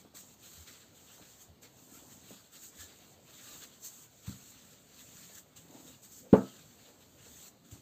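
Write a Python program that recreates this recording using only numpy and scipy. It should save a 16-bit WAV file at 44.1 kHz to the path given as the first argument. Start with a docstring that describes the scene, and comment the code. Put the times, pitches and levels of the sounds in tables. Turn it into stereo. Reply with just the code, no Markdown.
"""A wooden pin rolled over dough by gloved hands, on a floured table in a quiet kitchen.
The pin rumbles and drones under load, judders and knocks on the table top, once hard, just after a
low ringing scrape. Rubber gloves stick and slip on the wood with a dry hiss and brief squeaks.
Two microphone ports close together hear it mostly direct, with faint room echoes and still air."""
import sys
import numpy as np
from scipy import signal
from scipy.io import wavfile
from scipy.ndimage import uniform_filter1d

SR = 44100
rng = np.random.default_rng(int(sys.argv[2]) if len(sys.argv) > 2 else 0)


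def int16_out(signal):
    """Quantize to a 16-bit WAV file."""
    q = np.round(np.clip(np.atleast_2d(signal).T, -1, 1) * 32767)
    wavfile.write(sys.argv[1], SR, q.astype(np.int16))


N = 344421

# overall treble colour, slightly dull near 5 kHz, hollow from 9 to 11 kHz: f/Hz, gain/dB
TREBLE_COLOUR = [(4600, 2), (4900, -4), (5900, -5.5), (6200, -0.5), (8400, -3), (8700, -12), (10000, -15.5),
                 (11000, -33), (11350, -43), (11650, 2)]
# how alike noise is at the two ports: f/Hz, correlation
PORT_LIKENESS = [(60, 0.29), (150, 0.13), (400, 0.28), (1000, 0.23), (2500, 0.09), (5000, 0.22),
                 (9000, 0.103), (15000, .05)]
# balance of noise between the ports: f/Hz, left minus right/dB
PORT_BALANCE = [(60, 10), (130, -1), (290, 2), (640, 0), (1410, 0), (3100, -1), (6820, 3), (15000, -3.5)]
# still kitchen air and microphone hiss: f/Hz, relative density/dB
AIR_SPECTRUM = [(30, -39), (55, -12.5), (100, 2.5), (250, -1), (800, -11), (2200, -15), (4300, -13),
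                (7400, -12), (15000, -21.5)]
# decay of the kitchen's echoes: f/Hz, t60/s
KITCHEN_DECAY = [(80, 0.18), (250, 0.25), (700, 0.19), (1500, 0.11), (4000, 0.064)]
# brief glove squeaks, and one low ringing scrape just before the hard knock:
# middle t/s, width at half height/s, f/Hz, level/dB
SQUEAKS_AND_SCRAPE = [(1.966, 0.067, 1340, -68), (2.823, 0.085, 1730, -64), (3.499, 0.082, 1195, -65),
                      (5.365, 0.085, 1730, -68.5), (6.272, 0.062, 501, -56.5)]
# glove slides: full speed at t/s, rise/s, hold/s, fall/s, hiss level/dB, scuff re hiss/dB
GLOVE_SLIDES = [(0.0, .01, 0.0054, 0.11, -56, -4.5), (0.151, 0.0093, 0.059, 0.062, -46, -14),
                (0.266, 0.13, 0.077, .04, -56, -8.5), (0.439, 0.1, 0.19, 0.091, -51, -6),
                (0.68, 0.037, .005, 0.29, -49, -4.5), (0.96, 0.052, 0.11, 0.24, -56.5, -9),
                (1.137, 0.14, .01, 0.24, -52, -5), (1.3, 0.23, 0.028, 0.16, -54.5, -6),
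                (1.42, 0.085, .005, 0.078, -49.5, -13), (1.622, .01, .01, .05, -54.5, -16),
                (1.631, 0.016, 0.0046, 0.1, -52.5, -6.5), (1.785, 0.15, 0.057, .15, -57, -11.5),
                (1.964, 0.18, .005, 0.096, -49, -9), (2.127, 0.31, .005, 0.2, -50.5, -13),
                (2.302, 0.15, .005, 0.27, -49.5, -6), (2.532, 0.021, 0.033, 0.073, -50, -10),
                (2.635, 0.1, 0.032, 0.077, -45, -14), (2.812, 0.097, .005, 0.11, -44, -7.5),
                (2.882, 0.11, 0.25, 0.079, -58, -4.5), (3.33, 0.19, 0.14, 0.19, -54.5, -6.5),
                (3.496, 0.27, 0.15, 0.09, -47.5, -6.5), (3.735, .08, .02, 0.2, -57, -6),
                (3.849, 0.049, 0.021, 0.063, -39, -17), (3.932, .1, 0.11, 0.062, -50.5, -12),
                (4.125, 0.12, 0.12, .1, -59.5, -9.5), (4.281, 0.079, .005, 0.25, -47.5, -4.5),
                (4.5, 0.33, 0.0045, 0.039, -50.5, -14), (4.518, 0.14, 0.22, 0.23, -56, -5.5),
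                (5.006, 0.22, .005, 0.21, -50, -8), (5.17, 0.27, 0.078, 0.25, -49.5, -7.5),
                (5.348, .006, .003, .03, -47, -16), (5.388, 0.16, 0.0058, 0.042, -46.5, -12.5),
                (5.568, 0.014, 0.0024, 0.096, -48, -9), (5.745, 0.29, 0.08, 0.08, -56, -7.5),
                (5.88, 0.14, .005, 0.18, -49.5, -9.5), (6.035, 0.03, .005, 0.17, -50.5, -12),
                (6.125, 0.048, 0.066, 0.11, -48, -17.5), (6.344, 0.058, 0.031, 0.1, -51, -6.5),
                (6.484, 0.29, .01, 0.68, -53.5, -7), (6.892, 0.51, .005, 0.097, -57.5, -3.5),
                (7.024, 0.12, 0.0041, 0.11, -59, -5), (7.265, 0.24, 0.11, .2, -54.5, -5),
                (7.443, 0.36, 0.038, 0.045, -49, -13), (7.652, 0.028, 0.057, 0.059, -60.5, -7.5),
                (7.714, 0.009, 0.0066, 0.16, -50, -8)]
# fine hiss of the gloves: f/Hz, relative density/dB
HISS_SPECTRUM = [(2000, -29.5), (4000, -16.5), (6300, -2.5), (7400, 0.5), (9000, -5), (13000, -13),
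                 (16000, -10)]
# lower scuff of the gloves: f/Hz, relative density/dB
SCUFF_SPECTRUM = [(300, -5.5), (800, -18.5), (1300, -5), (2200, -8), (3800, -1.5), (5000, -4.5),
                  (7000, -8.5), (10000, -36)]
# the pin rolling under load: t/s, rumble level/dB, drone level/dB
ROLL_LEVELS = [(0.0, -67.5, -75), (0.51, -69, -73), (1.1, -67, -68.5), (1.6, -66.5, -71.5),
               (2.05, -65.5, -66.5), (2.45, -71.5, -76), (3.0, -68, -67), (3.2, -68, -72),
               (3.49, -65, -67.5), (4.12, -72.5, -73.5), (4.7, -66, -73.5), (5.16, -65.5, -72),
               (5.538, -68, -72.5), (5.77, -64, -64), (6.101, -65, -72.5), (6.6, -63, -69),
               (6.92, -68, -67), (7.114, -66, -71), (7.3, -60, -69.5), (7.512, -70, -69),
               (7.81, -62, -78.5)]
# rumble of pin on dough and table: f/Hz, relative density/dB
RUMBLE_SPECTRUM = [(40, -33.5), (62, -2), (100, 1.5), (250, 2.5), (450, -13), (900, -40.5)]
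# the pin's own hollow drone: f/Hz, relative density/dB
DRONE_SPECTRUM = [(200, -29), (450, 1.5), (800, -4), (1400, -16.5), (2500, -32.5)]
# low modes of the table top: f/Hz, relative level/dB, t60/s
TABLE_MODES = [(81.4, -1, .18), (103.1, 1, .22), (131, 0, 0.28), (195, 2, 0.22), (215, -1, .2),
               (262, -2, 0.22), (303, -3, .2), (343, -11, 0.16), (444, 0, 0.16), (484, -6, 0.15),
               (553, -6, .14), (658, -2, 0.24), (700, -8, .22)]
# clear modes of the pin: f/Hz, relative level/dB, t60/s
PIN_MODES = [(787, -18, .3), (851, -17, .22), (888, -13, .22), (960, -14, .23), (1097, -17, .2),
             (1172, -19, .2), (1294, -19, .42), (1415, -22, .2)]
# upper modes of pin and table, too dense to tell apart: f/Hz, relative density/dB, t60/s
DENSE_MODES = [(302.6, -31, 0.26), (450, 6, 0.22), (605, -3.5, 0.3), (900, -1.5, 0.16), (1400, -13, 0.32),
               (1900, -22, 0.19), (2800, -24.5, 0.15), (4440, -31, .06), (7000, -38, 0.033)]
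# the pin juddering: start t/s, end t/s, beat rate/Hz, level at the crest/dB, thump f/Hz
PIN_JUDDERS = [(1.775, 2.25, 19.9, -52.5, 272), (5.653, 5.92, 20.0, -47.5, 287)]
# the pin knocking on the table: t/s, thump level/dB, thump f/Hz, ring re thump/dB, clack re thump/dB
PIN_KNOCKS = [(0.0501, -49.5, 533, -27, -16), (0.059, -50, 280, -16, -30), (0.141, -51.5, 550, -10, -16),
              (0.151, -53, 258, -17, -22), (0.236, -55, 262, -4, -10), (.578, -57, 150, -9, -25),
              (.603, -54.5, 78.5, -10, -37), (1.182, -51, 1150, -20, -13), (1.2, -49.5, 624, -18, -23),
              (1.213, -62, 266, 8, -20), (1.505, -56, 82, -17, -35), (1.645, -56, 400, -20, -11),
              (2.308, -43.5, 520, -18, -23), (2.315, -49.5, 245, 2, -14), (2.803, -57, 79.4, -9, -30),
              (2.835, -57, 85, -8, -28), (3.553, -52, 307, -30, -17), (4.280, -45.5, 1400, -27, -18),
              (4.2828, -35.5, 130, -2, -41), (4.298, -36.5, 220, -7.5, -43), (5.3, -53, 500, -5, -11),
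              (5.587, -57.5, 130, -8, -25), (6.249, -52, 486, -6, -20), (6.332, -5.5, 260, -9.5, -27.5),
              (6.3369, -12, 410, -20, -14.5), (6.3409, -8, 439, -10.5, -30), (7.729, -43.5, 103, -13, -23),
              (7.753, -65, 150, -3, 0)]

LAG_S = 5 / SR  # the right port hears the table later
LOW_CUT_HZ, BAND_LIMIT_HZ = 62, 15450
AIR_DB, ECHO_DB = -64, -16
SQUEAK_WIDTH_HZ = 32
SWING_DB = 20  # a slide gains this over its rise time and loses it over its fall time
DEEP_HZ = 95  # thumps below this pitch wobble for several cycles
JUDDER_RING_DB, JUDDER_CLACK_DB = -9, -17  # re each beat's thump


def gain_of(db):
    """Decibels to a factor."""
    return 10 ** (np.asarray(db) / 20)


def unit_rms(x):
    """Scales to an rms of one."""
    return x / np.sqrt(np.mean(x ** 2) + 1e-20)


def curve_at(points, hz):
    """Interpolates a table over log frequency."""
    f, value = np.transpose(points)
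    return np.interp(np.log(hz + 1), np.log(f + 1), value)


def add(mix, start, sound):
    """Mixes a sound in from sample start on."""
    part = mix[max(start, 0):][:len(sound)]
    part += sound[:len(part)]


def ring(modes, samples, phase=0):
    """Struck modes: a sum of dying sines."""
    t = np.arange(samples) / SR
    return sum(gain_of(db - 60 * t / t60) * np.sin(2 * np.pi * f * t - phase) for f, db, t60 in modes)


def port_noise(spectrum, patchy_db, size=512):
    """Noise of rms one at the two ports, its level drifting in patches of time and frequency."""
    frames, hz = 4 * N // size + 5, np.fft.rfftfreq(size, 1 / SR)
    a, b, c, d, patches = rng.standard_normal((frames, len(hz), 5)).T
    patches = unit_rms(uniform_filter1d(uniform_filter1d(patches, size=6, axis=0), size=14, axis=1))
    likeness = curve_at(PORT_LIKENESS, hz)[:, None]
    left = a + 1j * b
    right = likeness * left + np.sqrt(1 - likeness ** 2) * (c + 1j * d)
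    right *= np.exp(-2j * np.pi * hz * LAG_S)[:, None]
    lean = gain_of(curve_at(PORT_BALANCE, hz) / 2)[:, None]
    colour = gain_of(curve_at(spectrum, hz)[:, None] + patchy_db * patches)
    bands = np.array([left * lean, right / lean]) * colour
    return unit_rms(signal.istft(bands, nperseg=size, noverlap=3 * size // 4)[1][:, :N])


def room_tone():
    """Still kitchen air and the microphone's own hiss."""
    return gain_of(AIR_DB) * port_noise(AIR_SPECTRUM, patchy_db=2.5, size=2048)


def kitchen_echoes(source):
    """Room reflections: sparse taps of random sign, each band dying at its own speed."""
    taps = np.zeros((2, SR // 2))
    arrivals = np.arange(160, SR // 2 - 20, 20) + rng.integers(0, 20, (2, (SR // 2 - 161) // 20))
    np.put_along_axis(taps, arrivals, rng.choice([-1., 1.], arrivals.shape), 1)
    taps = taps + 0.3 * taps[::-1]  # close ports share some echoes
    hz, t, bands = signal.stft(taps, SR, nperseg=512)
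    decay = gain_of(-60 * t / curve_at(KITCHEN_DECAY, hz)[:, None])
    tail = signal.istft(bands * decay, SR, nperseg=512)[1]
    tail /= np.linalg.norm(tail[0])
    return gain_of(ECHO_DB) * signal.fftconvolve(source[None], tail, axes=1)[:, :N]


def squeaks_and_scrape():
    """Glove squeaks and one scrape ringing the table: each a narrow noise band that swells and fades."""
    out = np.zeros((2, N))
    for s, width, hz, db in SQUEAKS_AND_SCRAPE:
        t = np.arange(-width, width, 1 / SR)
        white = rng.standard_normal((2, SR // 2)) + 1j * rng.standard_normal((2, SR // 2))
        drift = signal.lfilter([1], [1, -np.exp(-np.pi * SQUEAK_WIDTH_HZ / SR)], white)[:, -len(t):]
        tone = unit_rms((drift * np.exp(2j * np.pi * hz * t)).real)
        swell = np.cos(np.pi * t / (2 * width)) ** 2
        add(out.T, round((s - width) * SR), (gain_of(db) * tone * swell).T)
    return out


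def glove_slides():
    """Stick and slip of rubber on floured wood: fine hiss and lower scuff, both gritty."""
    t = np.arange(0, N + 64, 64) / SR
    s, rise, hold, fall, hiss_db, scuff_db = np.transpose(GLOVE_SLIDES)[:, :, None]
    fade = np.maximum(s - t, 0) / rise + np.maximum(t - s - hold, 0) / fall
    power = gain_of(hiss_db - SWING_DB * fade) ** 2  # overlapping slides add in power
    hiss_level, scuff_level = (np.interp(np.arange(N) / SR, t, np.sqrt(p.sum(0)))
                               for p in (power, power * gain_of(scuff_db) ** 2))
    slips = gain_of(17 * np.minimum(rng.exponential(1, N), 4))
    slips *= rng.random(N) < 400 / SR  # about 400 slips a second
    flares = signal.lfilter([1], [1, -np.exp(-1 / (0.0016 * SR))], slips)  # each fades in 1.6 ms
    grit = unit_rms(1 + 0.08 * unit_rms(flares))
    hiss = hiss_level * port_noise(HISS_SPECTRUM, patchy_db=1.5)
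    scuff = scuff_level * port_noise(SCUFF_SPECTRUM, patchy_db=2.4)
    wander = uniform_filter1d(uniform_filter1d(rng.standard_normal(N), size=1300), size=900)
    swishes = unit_rms(gain_of(2 * unit_rms(wander)))
    return grit * (hiss + scuff * swishes)


def table_thump(hz, ring_db, damping):
    """A soft thump of peak one, centred 2048 samples in, rings the low modes of the table top."""
    t = np.arange(-2048, 2048) / SR
    steepness = damping * np.where(t < 0, 1.4, 1)  # rises faster than it fades
    thump = np.cos(2 * np.pi * hz * t) * np.exp(-(steepness * hz * t) ** 2)
    sound = signal.fftconvolve(thump, ring(TABLE_MODES, SR // 2))
    sound *= gain_of(ring_db) / abs(sound).max()
    add(sound, 0, thump)
    return sound


def wood_clack():
    """Wood on wood: dense modes as noise that dies band by band, and the clear ring of the pin."""
    f, db, t60 = np.transpose(DENSE_MODES)
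    left, unshared = rng.standard_normal((2, SR // 2))
    right = np.cos(1.2) * left + np.sin(1.2) * unshared
    hz, t, bands = signal.stft(np.array([left, right]), SR, nperseg=256)
    level_db = curve_at(np.c_[f, db], hz)[:, None] - 60 * t / curve_at(np.c_[f, t60], hz)[:, None]
    dense = signal.istft(bands * gain_of(level_db), SR, nperseg=256)[1]
    samples = dense.shape[1]
    dense *= 1 - np.exp(-np.arange(samples) / (0.00058 * SR))  # brief build-up
    dense /= np.sqrt(2 * np.mean(dense[:, :512] ** 2))
    return dense + ring(PIN_MODES, samples, phase=np.array([[0], [1.2]]))  # the left port leads


def pin_judders():
    """Runs of light blows at a steady beat that swell and fade, uneven in strength and pitch."""
    for start, end, rate, db, hz in PIN_JUDDERS:
        for s in np.arange(start, end, 1 / rate):
            arch = np.sin(np.pi * (s - start + .03) / (end - start + 0.034))
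            beat_db = db + 12 * np.log10(arch) + 1.9 * rng.standard_normal()
            beat_hz = hz * (1 + 0.049 * rng.standard_normal())
            yield s, beat_db, beat_hz, JUDDER_RING_DB, JUDDER_CLACK_DB


def pin_knocks():
    """The pin strikes the table, singly and in judders: (mono thumps, clacks at both ports)."""
    blows = [(blow, 1.25 if blow[2] > DEEP_HZ else .45) for blow in PIN_KNOCKS]
    blows += [(blow, .8) for blow in pin_judders()]
    thumps, clacks = np.zeros(N), np.zeros((2, N))
    for (s, db, hz, ring_db, clack_db), damping in blows:
        add(thumps, round(s * SR) - 2048, gain_of(db) * table_thump(hz, ring_db, damping))
        contact = round((s - .5 / hz) * SR)  # wood meets wood half a cycle before the thump peaks
        add(clacks.T, contact, gain_of(db + clack_db) * wood_clack().T)
    return thumps, clacks


def pin_rolling():
    """Lumpy low noise of the pin pressing dough into the table, and its own hollow drone."""
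    s, rumble_db, drone_db = np.transpose(ROLL_LEVELS)
    t = np.arange(N) / SR
    rumble = gain_of(np.interp(t, s, rumble_db)) * port_noise(RUMBLE_SPECTRUM, patchy_db=2.5, size=2048)
    drone = gain_of(np.interp(t, s, drone_db)) * port_noise(DRONE_SPECTRUM, patchy_db=2.2)
    return rumble + drone


def scene():
    """At the microphone: knocks land a little earlier and louder on the left, over rub, rumble and air."""
    thumps, clacks = pin_knocks()
    direct = np.array([thumps, gain_of(-1.2) * np.roll(thumps, round(LAG_S * SR))])
    direct += clacks * gain_of([[1.2], [-1.2]])
    room = room_tone() + kitchen_echoes(thumps)
    return room + glove_slides() + squeaks_and_scrape() + pin_rolling() + direct


def record(dry):
    """Bass roll-off, overall treble colour, then the band limit."""
    hz = np.linspace(0, SR / 2, 1025)
    low_cut = signal.butter(N=2, Wn=LOW_CUT_HZ, btype="high", fs=SR, output="sos")
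    colour = signal.firwin2(1023, hz, gain_of(curve_at(TREBLE_COLOUR, hz)), fs=SR)
    band_limit = signal.firwin(511, BAND_LIMIT_HZ, window=("kaiser", 9), fs=SR)
    return signal.oaconvolve(signal.sosfilt(low_cut, dry), np.convolve(colour, band_limit)[None], "same")


dry = scene()
out = record(dry)
int16_out(out)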